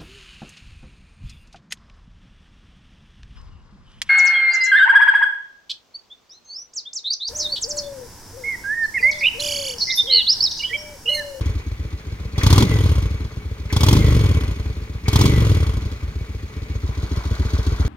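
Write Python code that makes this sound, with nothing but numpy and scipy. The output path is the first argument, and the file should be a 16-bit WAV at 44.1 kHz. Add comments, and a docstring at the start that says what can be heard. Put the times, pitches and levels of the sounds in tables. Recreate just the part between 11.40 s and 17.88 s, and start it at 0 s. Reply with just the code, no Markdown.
"""A V-twin motorcycle on open paving coasts down from a blip to a lopsided idle, heard close by in stereo.
Three more blips follow: the opening throttle snorts and the exhaust barks, then the shut throttle whistles
as the engine coasts back. Last, the idle grows louder as the microphones move nearer.
Throughout, each firing sends a pulse and turbulent gas through its pipe, some firings are weak,
and valve gear, valves and cam chains clatter over faint outdoor noise. Speed and throttle set the levels."""
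import sys
import numpy as np
from scipy import signal
from scipy.fft import rfft, irfft, next_fast_len
from scipy.io import wavfile
from scipy.ndimage import uniform_filter1d, map_coordinates

SR = 44100
rng = np.random.default_rng(int(sys.argv[2]) if len(sys.argv) > 2 else 0)


def bounce(signal):
    """Save signal as a 16-bit WAV file at the path given by the first command-line argument."""
    frames = np.transpose(np.atleast_2d(signal))
    limited = np.clip(frames, -1, 1)
    pcm = np.round(limited * 32767).astype(np.int16)
    wavfile.write(sys.argv[1], SR, pcm)


N = 285752


def amp(db):
    """Decibels to gain."""
    return 10 ** (np.asarray(db) / 20)


def unit(x):
    """Scale to rms 1."""
    return x / np.sqrt(np.mean(x ** 2) + 1e-20)


def along(points, hz):
    """Interpolate (freq_hz, value) points on a log frequency axis."""
    freq_hz, value = np.transpose(points)
    return np.interp(np.log(hz + 1), np.log(freq_hz + 1), value)


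def curves(rows):
    """One value per sample for each column after the time."""
    time_s, *columns = np.transpose(rows)
    return [np.interp(np.arange(N) / SR, time_s, column) for column in columns]


def filtered(x, response):
    """Multiply the spectrum of x by a complex response(hz)."""
    size = next_fast_len(N + SR // 2)
    spectrum = rfft(x, size) * response(np.fft.rfftfreq(size, 1 / SR))
    return irfft(spectrum, size)[..., :N]


def noise(spectrum, gate):
    """Gated noise of rms 1 in a given colour; rows are direct and scattered sound."""
    return unit(filtered(gate * rng.standard_normal((2, N)), lambda hz: amp(along(spectrum, hz))))


def pulse(level_db, size=16384):
    """Minimum-phase pulse whose spectrum is level_db(hz), made by folding the cepstrum."""
    cepstrum = irfft(np.log(amp(level_db(np.fft.rfftfreq(size, 1 / SR))) + 1e-6))
    cepstrum[1:size // 2] *= 2
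    cepstrum[size // 2 + 1:] = 0
    return irfft(np.exp(rfft(cepstrum)))[:size // 2]


def impulses(times_s, sizes):
    """A train of single-sample kicks."""
    at = np.clip(np.round(times_s * SR).astype(int), 0, N)
    return np.bincount(at, sizes, N + 1)[:N]


def levelled(x, floor):
    """Divide out the slow rms, so the slow level is about 1."""
    return x / np.sqrt(np.abs(uniform_filter1d(x ** 2, SR // 7)) + floor)


def bursts(times_s, sizes, rise_s, decay_s, steady):
    """Envelope that jumps at each time and dies away over a steady part; slow level about 1."""
    t = np.arange(SR // 8) / SR
    shape = (1 - np.exp(-t / rise_s)) * np.exp(-t / decay_s)
    gate = signal.fftconvolve(impulses(times_s, sizes), shape / shape.max())[:N] + steady
    return levelled(gate, 1e-6)


def wobble(knots_per_s):
    """A smooth random curve."""
    return map_coordinates(rng.standard_normal(256), [np.arange(N) * knots_per_s / SR])


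# hunting idle: time_s, speed_rpm
IDLE_SPEED = [(0, 989), (.33, 826), (.45, 869), (.65, 864), (.8, 927), (.95, 868), (1.9, 844), (2.05, 755),
              (2.25, 879), (3.3, 843), (3.6, 810), (4.55, 834), (4.85, 840), (5.2, 900), (5.5, 864),
              (5.95, 848), (6.4, 934)]
# throttle blips: start_s, held_s, gained_rpm, coast_s, hesitation_s (before the load comes), extra_load_db
THROTTLE_BLIPS = [(-.7, .28, 1440, .43, .02, 0), (.9195, .2946, 1917, .423, .036, 1.5),
                  (2.2778, .274, 2322, .49, .012, -.8), (3.6267, .2277, 2162, .4685, .02, 0)]
CLIMB_POWER, COAST_POWER = 1.217, 1.9


def speed():
    """Crankshaft rpm: each blip climbs while the throttle is open, then coasts back to idle."""
    t = np.arange(N) / SR
    rpm, = curves(IDLE_SPEED)
    for start_s, held_s, gained_rpm, coast_s, *_ in THROTTLE_BLIPS:
        climb = np.clip((t - start_s) / held_s, 0, 1) ** CLIMB_POWER
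        coasting_s = np.maximum(t - start_s - held_s, 0)
        rpm = rpm + gained_rpm * climb * np.exp(-(coasting_s / coast_s) ** COAST_POWER)
    return rpm


OPENING_S, SHUTTING_S = .04, .06  # load taken up and dropped
CREST_LAG_S, CREST_WIDTH_S = 0.019, 0.064  # crest follows the throttle's release


def crank(rpm):
    """Four-stroke cycles completed, throttle opening 0-1, crest of each blip and its extra load in dB."""
    t = np.arange(N) / SR
    cycles = np.cumsum(rpm) / (120 * SR) + .27  # two turns a cycle
    throttle = crest = extra_db = 0
    for start_s, held_s, _, _, hesitation_s, load_db in THROTTLE_BLIPS:
        since_release_s = t - start_s - held_s
        opening = (t - start_s - hesitation_s) / OPENING_S
        shutting = 1 - since_release_s / SHUTTING_S
        opened = np.clip(np.minimum(opening, shutting), 0, 1)
        throttle = throttle + opened
        extra_db = extra_db + load_db * opened
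        crest = crest + np.exp(-((since_release_s - CREST_LAG_S) / CREST_WIDTH_S) ** 2)
    return cycles, throttle, crest, extra_db


def passes(cycles, angle):
    """Times in s at which the engine passes an angle, in cycles."""
    turns = np.arange(np.ceil(cycles[0] - angle), cycles[-1] - angle) + angle
    return np.interp(turns, cycles, np.arange(N) / SR)


# approach of the microphones to the exhaust: time_s, nearness (0-1)
APPROACH = [(5.05, 0), (5.4, 0.27), (5.7, 0.77), (6.15, 0.91), (6.48, 0.83)]
# layer levels before each source's own trim: idle_db, coast_db (at speed), open_db (throttle open),
# crest_db (added at the crest), near_db (added at nearness 1)
LAYER_LEVELS = { "front thump": (-21, -6.5, -4.5, -12.5, 11.5), "rear thump": (-19, -5.5, -2, -3, 9.5),
                "front bark": (-54, -34.5, -21, -28, -10), "rear bark": (-51.5, -37.5, -15.5, -5, -3),
                "rumble": (-45, -28, -27, 8.5, 12.5), "whirr": (-53, -39.5, -35, -3, 13.5),
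                "clatter": (-54, -40.5, -36, 0.5, 4.5), "hiss": (-51.5, -38, -31, -1.5, 18.5),
                "valves": (-58.5, -47, -33.5, -8.5, 11.5), "chains": (-59, -44.5, -39, 3, 13.5)}
SLOW_RPM, FULL_RPM = 863, 2780  # levels follow log speed between these
LUG_DB = 8.5  # under throttle, SLOW_RPM is this much quieter than FULL_RPM
WANDER_DB, WANDER_PER_S = 0.8, 9  # each layer's own random drift


def levels(rpm, throttle, crest, extra_db):
    """dB of each layer: follows speed, goes to the loaded level under throttle, shifts with nearness."""
    revs = np.clip(np.log(rpm / SLOW_RPM) / np.log(FULL_RPM / SLOW_RPM), 0, 1)
    near, = curves(APPROACH)
    db = {}
    for name, (idle_db, coast_db, open_db, crest_db, near_db) in LAYER_LEVELS.items():
        shut = idle_db + (coast_db - idle_db) * revs
        loaded = open_db + extra_db - LUG_DB * (1 - revs)
        engine = shut + throttle * (loaded - shut) + crest * crest_db
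        db[name] = engine + near * near_db + WANDER_DB * wobble(WANDER_PER_S)
    return db


# uneven firings: time_s, loss_db (negative is stronger)
FIRING_LOSSES = [(.197, 10), (.59, 22), (1.251, 7), (1.269, 5.5), (1.919, 15), (2.629, 7), (3.162, 8),
                 (3.921, -3), (4.421, 6), (4.563, 10), (5.09, 19)]


def fired(times_s):
    """Gain of each firing: a misfire is weaker."""
    time_s, loss_db = np.transpose(FIRING_LOSSES)
    matched = np.abs(times_s[:, None] - time_s) < .008
    return amp(-(matched @ loss_db))


# relative pulse spectrum of each exhaust pipe: freq_hz, level_db
FRONT_PIPE = [(15, -54), (33, -11), (42, -36.5), (52, 2), (66, 4.5), (83, 4.5), (103, -4.5), (130, -16.5),
              (170, -20.5), (250, -27), (400, -31.5), (700, -57.5), (2000, -71.5)]
REAR_PIPE = [(15, -59.5), (33, -9), (45, -4.5), (58, 4.5), (75, -0.5), (97, 1), (125, -6), (160, -19.5),
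             (230, -23), (320, -33.5), (450, -26), (700, -44), (2000, -92.5)]
# brightening of a pulse at open throttle: freq_hz, change_db
OPEN_TINT = [(60, -5.5), (100, 3), (150, 7.5), (280, 11), (500, -2.5), (1000, 22.5), (2500, 18.5)]
# change of a pulse at high speed, throttle shut, where blow-down is shorter: freq_hz, change_db
FAST_TINT = [(40, -5), (60, -4.5), (85, 0), (120, 3), (165, 7), (250, 2.5), (400, 4.5), (1000, -1)]


def cylinder(times_s, push_db, rpm, throttle, pipe, lead_s, scatter_db):
    """Blow-down pulses through one pipe; speed shortens them and an open throttle sharpens them."""
    at = (times_s * SR).astype(int)
    sizes = fired(times_s) * amp(push_db[at] + scatter_db * rng.standard_normal(len(at)))
    hot = throttle[at]
    fast = (1 - hot) * np.clip((rpm[at] - 1300) / 1200, 0, 1)
    soft_pulse = pulse(lambda hz: along(pipe, hz))
    hot_pulse = pulse(lambda hz: along(pipe, hz) + along(OPEN_TINT, hz))
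    fast_pulse = pulse(lambda hz: along(pipe, hz) + along(FAST_TINT, hz))
    thump = 0
    for shape, share in ((soft_pulse, 1 - hot - fast), (hot_pulse, hot), (fast_pulse, fast)):
        thump = thump + signal.fftconvolve(impulses(times_s - lead_s, sizes * share), shape)[:N]
    return -thump / np.abs(soft_pulse).max()


# stray cracks in the pipe, throttle shut: time_s, kick_db
STRAY_POPS = [(0.0628, -44), (1.6189, -45), (2.2556, -52), (4.513, -46)]
# bark and pop colour: freq_hz, level_db
CRACK_COLOUR = [(350, -0.5), (600, 0.5), (697, -45), (811, 2.5), (996, 4.5), (1500, -10), (1720, -19),
                (2230, -8), (2820, -20.5), (3320, 2.5), (3860, -7.5), (5360, -5), (7650, -14.5),
                (12000, -17.5), (15800, -22)]
BARK_LEAD_S = 0.0025  # ahead of the firing time


def barks(pipes, levels_db):
    """Hard firings and stray pops tear out of the pipe: noise with a fast rise and two decays."""
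    t = np.arange(SR // 12) / SR
    shape = (1 - np.exp(-t / 0.0014)) * (np.exp(-t / 0.0074) + .12 * np.exp(-t / 0.011))
    time_s, kick_db = np.transpose(STRAY_POPS)
    kicks = impulses(time_s, amp(kick_db))
    for times_s, bark_db in zip(pipes, levels_db):
        sizes = fired(times_s) * amp(bark_db[(times_s * SR).astype(int)])
        kicks = kicks + impulses(times_s - BARK_LEAD_S, sizes)
    return signal.fftconvolve(kicks, shape / shape.max())[:N] * noise(CRACK_COLOUR, 1)


def ringing(pipes, spectrum, decay_s):
    """Each pipe answers all its firings with the same dense echoes, so overtones follow the speed."""
    t = np.arange(SR // 10) / SR
    echoes = np.exp(-t / decay_s) * rng.standard_normal((2, 2, len(t)))
    ring = 0
    for times_s, echo in zip(pipes, echoes):
        kicks = impulses(times_s - .0015, fired(times_s))
        ring = ring + signal.fftconvolve(kicks[None], echo, axes=1)[:, :N]
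    ring = unit(filtered(ring, lambda hz: amp(along(spectrum, hz))))
    return levelled(ring, 1e-3)


# gas colours, rumble and hiss: freq_hz, level_db
RUMBLE_COLOUR = [(88, -38), (150, 3), (323, -7.5), (367, -5.5), (450, -18), (521, -31.5), (569, -12.5),
                 (651, -34), (750, -66), (980, -52), (1650, -120)]
HISS_COLOUR = [(1530, -74), (2600, -2), (2800, 2.5), (3360, 4.5), (3680, -1.5), (4180, -12), (5330, -5),
               (5740, -26), (6630, -3), (7650, -27), (8770, -5.5), (10200, -14.5), (12600, -10.5),
               (15000, -28), (15800, -57)]
# colour of the gas rasp and the gear whirr: freq_hz, level_db
WHIRR_COLOUR = [(350, -52), (600, -1), (701, -3), (907, -1.5), (983, 1), (1110, 1.5), (1260, -2),
                (1550, -0.5), (1770, -10.5), (2000, -6), (2600, -52), (4400, -120)]


def gas(pipes, rpm, rumble_db, whirr_db, hiss_db):
    """Each firing rings the silencer; its turbulence rumbles inside and hisses at the mouth."""
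    firings_s = np.concatenate(pipes)
    sizes = fired(firings_s) * amp(2 * rng.standard_normal(len(firings_s)))
    rumble_gate = bursts(firings_s - .0015, sizes, rise_s=.001, decay_s=.018, steady=.18)
    rumble = amp(-3.5) * noise(RUMBLE_COLOUR, rumble_gate) + ringing(pipes, RUMBLE_COLOUR, decay_s=0.013)
    hiss_gate = bursts(firings_s - .003, sizes, rise_s=.0015, decay_s=.008, steady=.35)
    hiss = amp(hiss_db - 4.5) * noise(HISS_COLOUR, hiss_gate)
    rasp = amp(whirr_db - 2.5) * ringing(pipes, WHIRR_COLOUR, decay_s=.0055)
    flow = np.clip((rpm - 720) / 1150, .18, 1)  # jet strengthens with speed
    return amp(rumble_db) * rumble + flow * (hiss + rasp)


# rocker tick colour: freq_hz, level_db
CLATTER_COLOUR = [(760, -26), (1300, 9.5), (1410, -27), (1660, -4), (1740, 6), (2000, 8), (2160, 11.5),
                  (2320, 9), (2730, 2.5), (3160, 2.5), (3500, -1.5), (4110, -4), (5390, -13), (6430, 0),
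                  (7500, -55), (9750, -75), (16500, -120)]
# ringing of the engine cases and fins: freq_hz, width_hz, level_db
CASE_MODES = [(428.6, 24.3, 16), (590, 83, -1), (786, 42, -2.5), (1185, 57, -0.5), (1456, 20, -14),
              (1990, 7.7, 8), (2254, 13, 11), (2497, 29, 3), (3500, 13, -1), (4420, 200, -28.5),
              (6900, 120, -13.5)]


def case_response(hz):
    """Sum of resonant modes of alternating sign."""
    response = 0
    for k, (freq_hz, width_hz, level_db) in enumerate(CASE_MODES):
        damping = 1j * hz * width_hz
        response = response + (-1) ** k * amp(level_db) * damping / (freq_hz ** 2 - hz ** 2 + damping)
    return response


def valve_gear(cycles, whirr_db, clatter_db, count=8):
    """Rockers tick with the shaft, count times a cycle, and ring the cases; the gears whirr."""
    ticks_s = np.concatenate([passes(cycles, k / count) for k in range(count)])
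    late, size = rng.standard_normal((len(ticks_s), 2)).T
    gate = bursts(ticks_s + 0.0032 * late, amp(2 * size), rise_s=0.00031, decay_s=0.017, steady=0.29)
    ring = amp(clatter_db + 2.5) * unit(filtered(gate * rng.standard_normal((2, N)), case_response))
    whirr = amp(whirr_db - 3.0) * noise(WHIRR_COLOUR, gate)
    clatter = amp(clatter_db - 4.0) * noise(CLATTER_COLOUR, gate)
    return amp(0.95) * (clatter + ring + whirr)


# ping modes of the closing valves: freq_hz, level_db
VALVE_MODES = [(3370, -2), (4130, 0.5), (4450, -0.5), (5200, -2.5), (6520, -2)]


def valves(firings_s, level_db):
    """A valve snaps shut near each firing and pings with a new mix of its modes."""
    t = np.arange(SR // 10) / SR
    chance = rng.standard_normal((len(firings_s), 2 * len(VALVE_MODES)))
    pings = 0
    for (freq_hz, mode_db), size, late in zip(VALVE_MODES, chance.T[::2], chance.T[1::2]):
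        ring = amp(mode_db - 60 * t / 0.088) * np.sin(2 * np.pi * freq_hz * t)  # -60 dB in 88 ms
        kicks = impulses(firings_s + .0012 * late, amp(4.5 * np.clip(size, -2, 2)))
        pings += signal.fftconvolve(kicks, ring)[:N]
    return amp(level_db) * pings


# cam chain rattle colour: freq_hz, level_db
CHAIN_COLOUR = [(2400, -28), (3300, -4), (4300, -2), (5300, -7.5), (6700, -8), (7600, -19), (15000, -24)]


def chains(cycles, level_db, count=6):
    """The cam chains slap unevenly, count times a cycle."""
    slaps_s = np.concatenate([passes(cycles, k / count) for k in range(count)])
    late, size = rng.standard_normal((len(slaps_s), 2)).T
    sizes = amp(4.5 * np.clip(size, -2, 2))
    gate = bursts(slaps_s + .004 * late, sizes, rise_s=.0003, decay_s=.01, steady=.5)
    return amp(level_db) * noise(CHAIN_COLOUR, gate)


# intake snorts as the throttle snaps open: time_s, kick_db
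SNORT_KICKS = [(0.9572, -39), (1.0116, -29.5), (2.3007, -33.5), (3.657, -35), (3.712, -43)]
# snort colour: freq_hz, level_db
SNORT_COLOUR = [(300, -14), (700, -23), (1600, 3), (2250, 11), (2900, -8), (6000, -44), (9000, -42),
                (15000, -38)]


def snorts():
    """The first gulps through the opened throttle: short noise bursts."""
    t = np.arange(SR // 12) / SR
    shape = (1 - np.exp(-t / .001)) * np.exp(-t / 0.022)
    time_s, kick_db = np.transpose(SNORT_KICKS)
    return signal.fftconvolve(impulses(time_s, amp(kick_db)), shape)[:N] * noise(SNORT_COLOUR, 1)


WHISTLE_LAG_S, WHISTLE_S, WHISTLE_DB = .11, .07, -37.5  # lag from release to loudest
WHISTLE_HZ, WHISTLE_WIDTH_HZ, WHISTLE_SAG_HZ_PER_S = 2030, 61, 1070  # pitch when loudest


def whistle():
    """The racing engine sucks air past the shut throttle: narrow noise on a falling carrier."""
    t = np.arange(N) / SR
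    lowpass = lambda hz: 1 / (1 + (hz / WHISTLE_WIDTH_HZ) ** 2)
    flutter = unit(filtered(rng.standard_normal((2, N)), lowpass))
    quadrature = flutter[::-1] * [[1], [-1]]
    sound = 0
    for start_s, held_s, *_ in THROTTLE_BLIPS:
        u = t - start_s - held_s - WHISTLE_LAG_S
        phase = 2 * np.pi * (WHISTLE_HZ * u - WHISTLE_SAG_HZ_PER_S * u ** 2 / 2)
        tone = flutter * np.cos(phase) + quadrature * np.sin(phase)
        sound = sound + np.exp(-(u / WHISTLE_S) ** 2) * tone
    return amp(WHISTLE_DB) * sound


# intake hum colour: freq_hz, level_db
INTAKE_COLOUR = [(1500, -50), (1900, -20), (2060, 20), (2250, 8), (2450, 3), (3000, -3)]


def intake(cycles, rpm):
    """Gulps of air, two a cycle, hum in the intake; level grows with speed cubed."""
    gulps = 1 + 0.26 * np.cos(4 * np.pi * cycles)
    return amp(-47) * (rpm / 3000) ** 3 * noise(INTAKE_COLOUR, gulps)


# open-air background colour: freq_hz, level_db
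AIR_COLOUR = [(30, -17), (100, 11), (400, -10), (700, -23.5), (2000, -19), (6700, -33.5), (7600, -36),
              (15000, -37)]


def open_air():
    """Steady faint noise of the open air."""
    return amp(-40.5) * noise(AIR_COLOUR, 1)


# stereo width of the two microphone ports: freq_hz, side_minus_mid_db
PORT_WIDTH = [(60, -21), (170, -14.5), (350, -11.5), (700, -3), (1400, .5), (2800, 1), (5600, 1),
              (11000, .2)]
# scattered part of the side: freq_hz, share (0-1)
SIDE_SCATTER = [(100, 0.07), (400, 0.77), (1000, 0.9), (3000, 0.87), (10000, 0.76)]
# level difference of the ports: freq_hz, left_minus_right_db
PORT_LEAN = [(60, 0.5), (350, 1), (1400, 1.5), (3000, 0), (6000, -.5), (14000, 0)]


def ports(direct, scattered):
    """Left and right ports: the side mixes direct sound a quarter cycle late with scattered sound."""
    share = lambda hz: np.clip(along(SIDE_SCATTER, hz), 0, 1)
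    width = lambda hz: amp(along(PORT_WIDTH, hz))
    side = filtered(direct, lambda hz: -1j * width(hz) * np.sqrt(1 - share(hz) ** 2))
    side += filtered(scattered, lambda hz: width(hz) * share(hz))
    pair = np.array([direct - side, direct + side])
    return filtered(pair, lambda hz: amp(np.outer([.5, -.5], along(PORT_LEAN, hz))))


REAR_LAG_CYCLES = .41  # rear fires after front; uneven, hence the lopsided beat


def scene():
    """Two unevenly spaced cylinders, their gas noise, the valve gear and the open air."""
    rpm = speed()
    cycles, throttle, crest, extra_db = crank(rpm)
    db = levels(rpm, throttle, crest, extra_db)
    pipes = front, rear = passes(cycles, 0), passes(cycles, REAR_LAG_CYCLES)
    firings_s = np.concatenate(pipes)
    thump = cylinder(front, db["front thump"], rpm, throttle, FRONT_PIPE, lead_s=0.0026, scatter_db=1.5)
    thump += cylinder(rear, db["rear thump"], rpm, throttle, REAR_PIPE, lead_s=0.002345, scatter_db=0.97)
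    rush = barks(pipes, (db["front bark"], db["rear bark"]))
    rush += gas(pipes, rpm, db["rumble"], db["whirr"], db["hiss"])
    rush += valve_gear(cycles, db["whirr"], db["clatter"]) + chains(cycles, db["chains"])
    rush += snorts() + whistle() + intake(cycles, rpm) + open_air()
    direct = thump + valves(firings_s, db["valves"]) + rush[0]
    scattered = valves(firings_s, db["valves"]) + rush[1]
    return ports(direct, scattered)


TOP_HZ = 15950


def record(dry):
    """Round off the highest peaks, then cut everything from TOP_HZ up."""
    rounded = dry / (1 + np.abs(dry / .97) ** 8) ** (1 / 8)
    return filtered(rounded, lambda hz: hz < TOP_HZ)


dry = scene()
out = record(dry)
bounce(out)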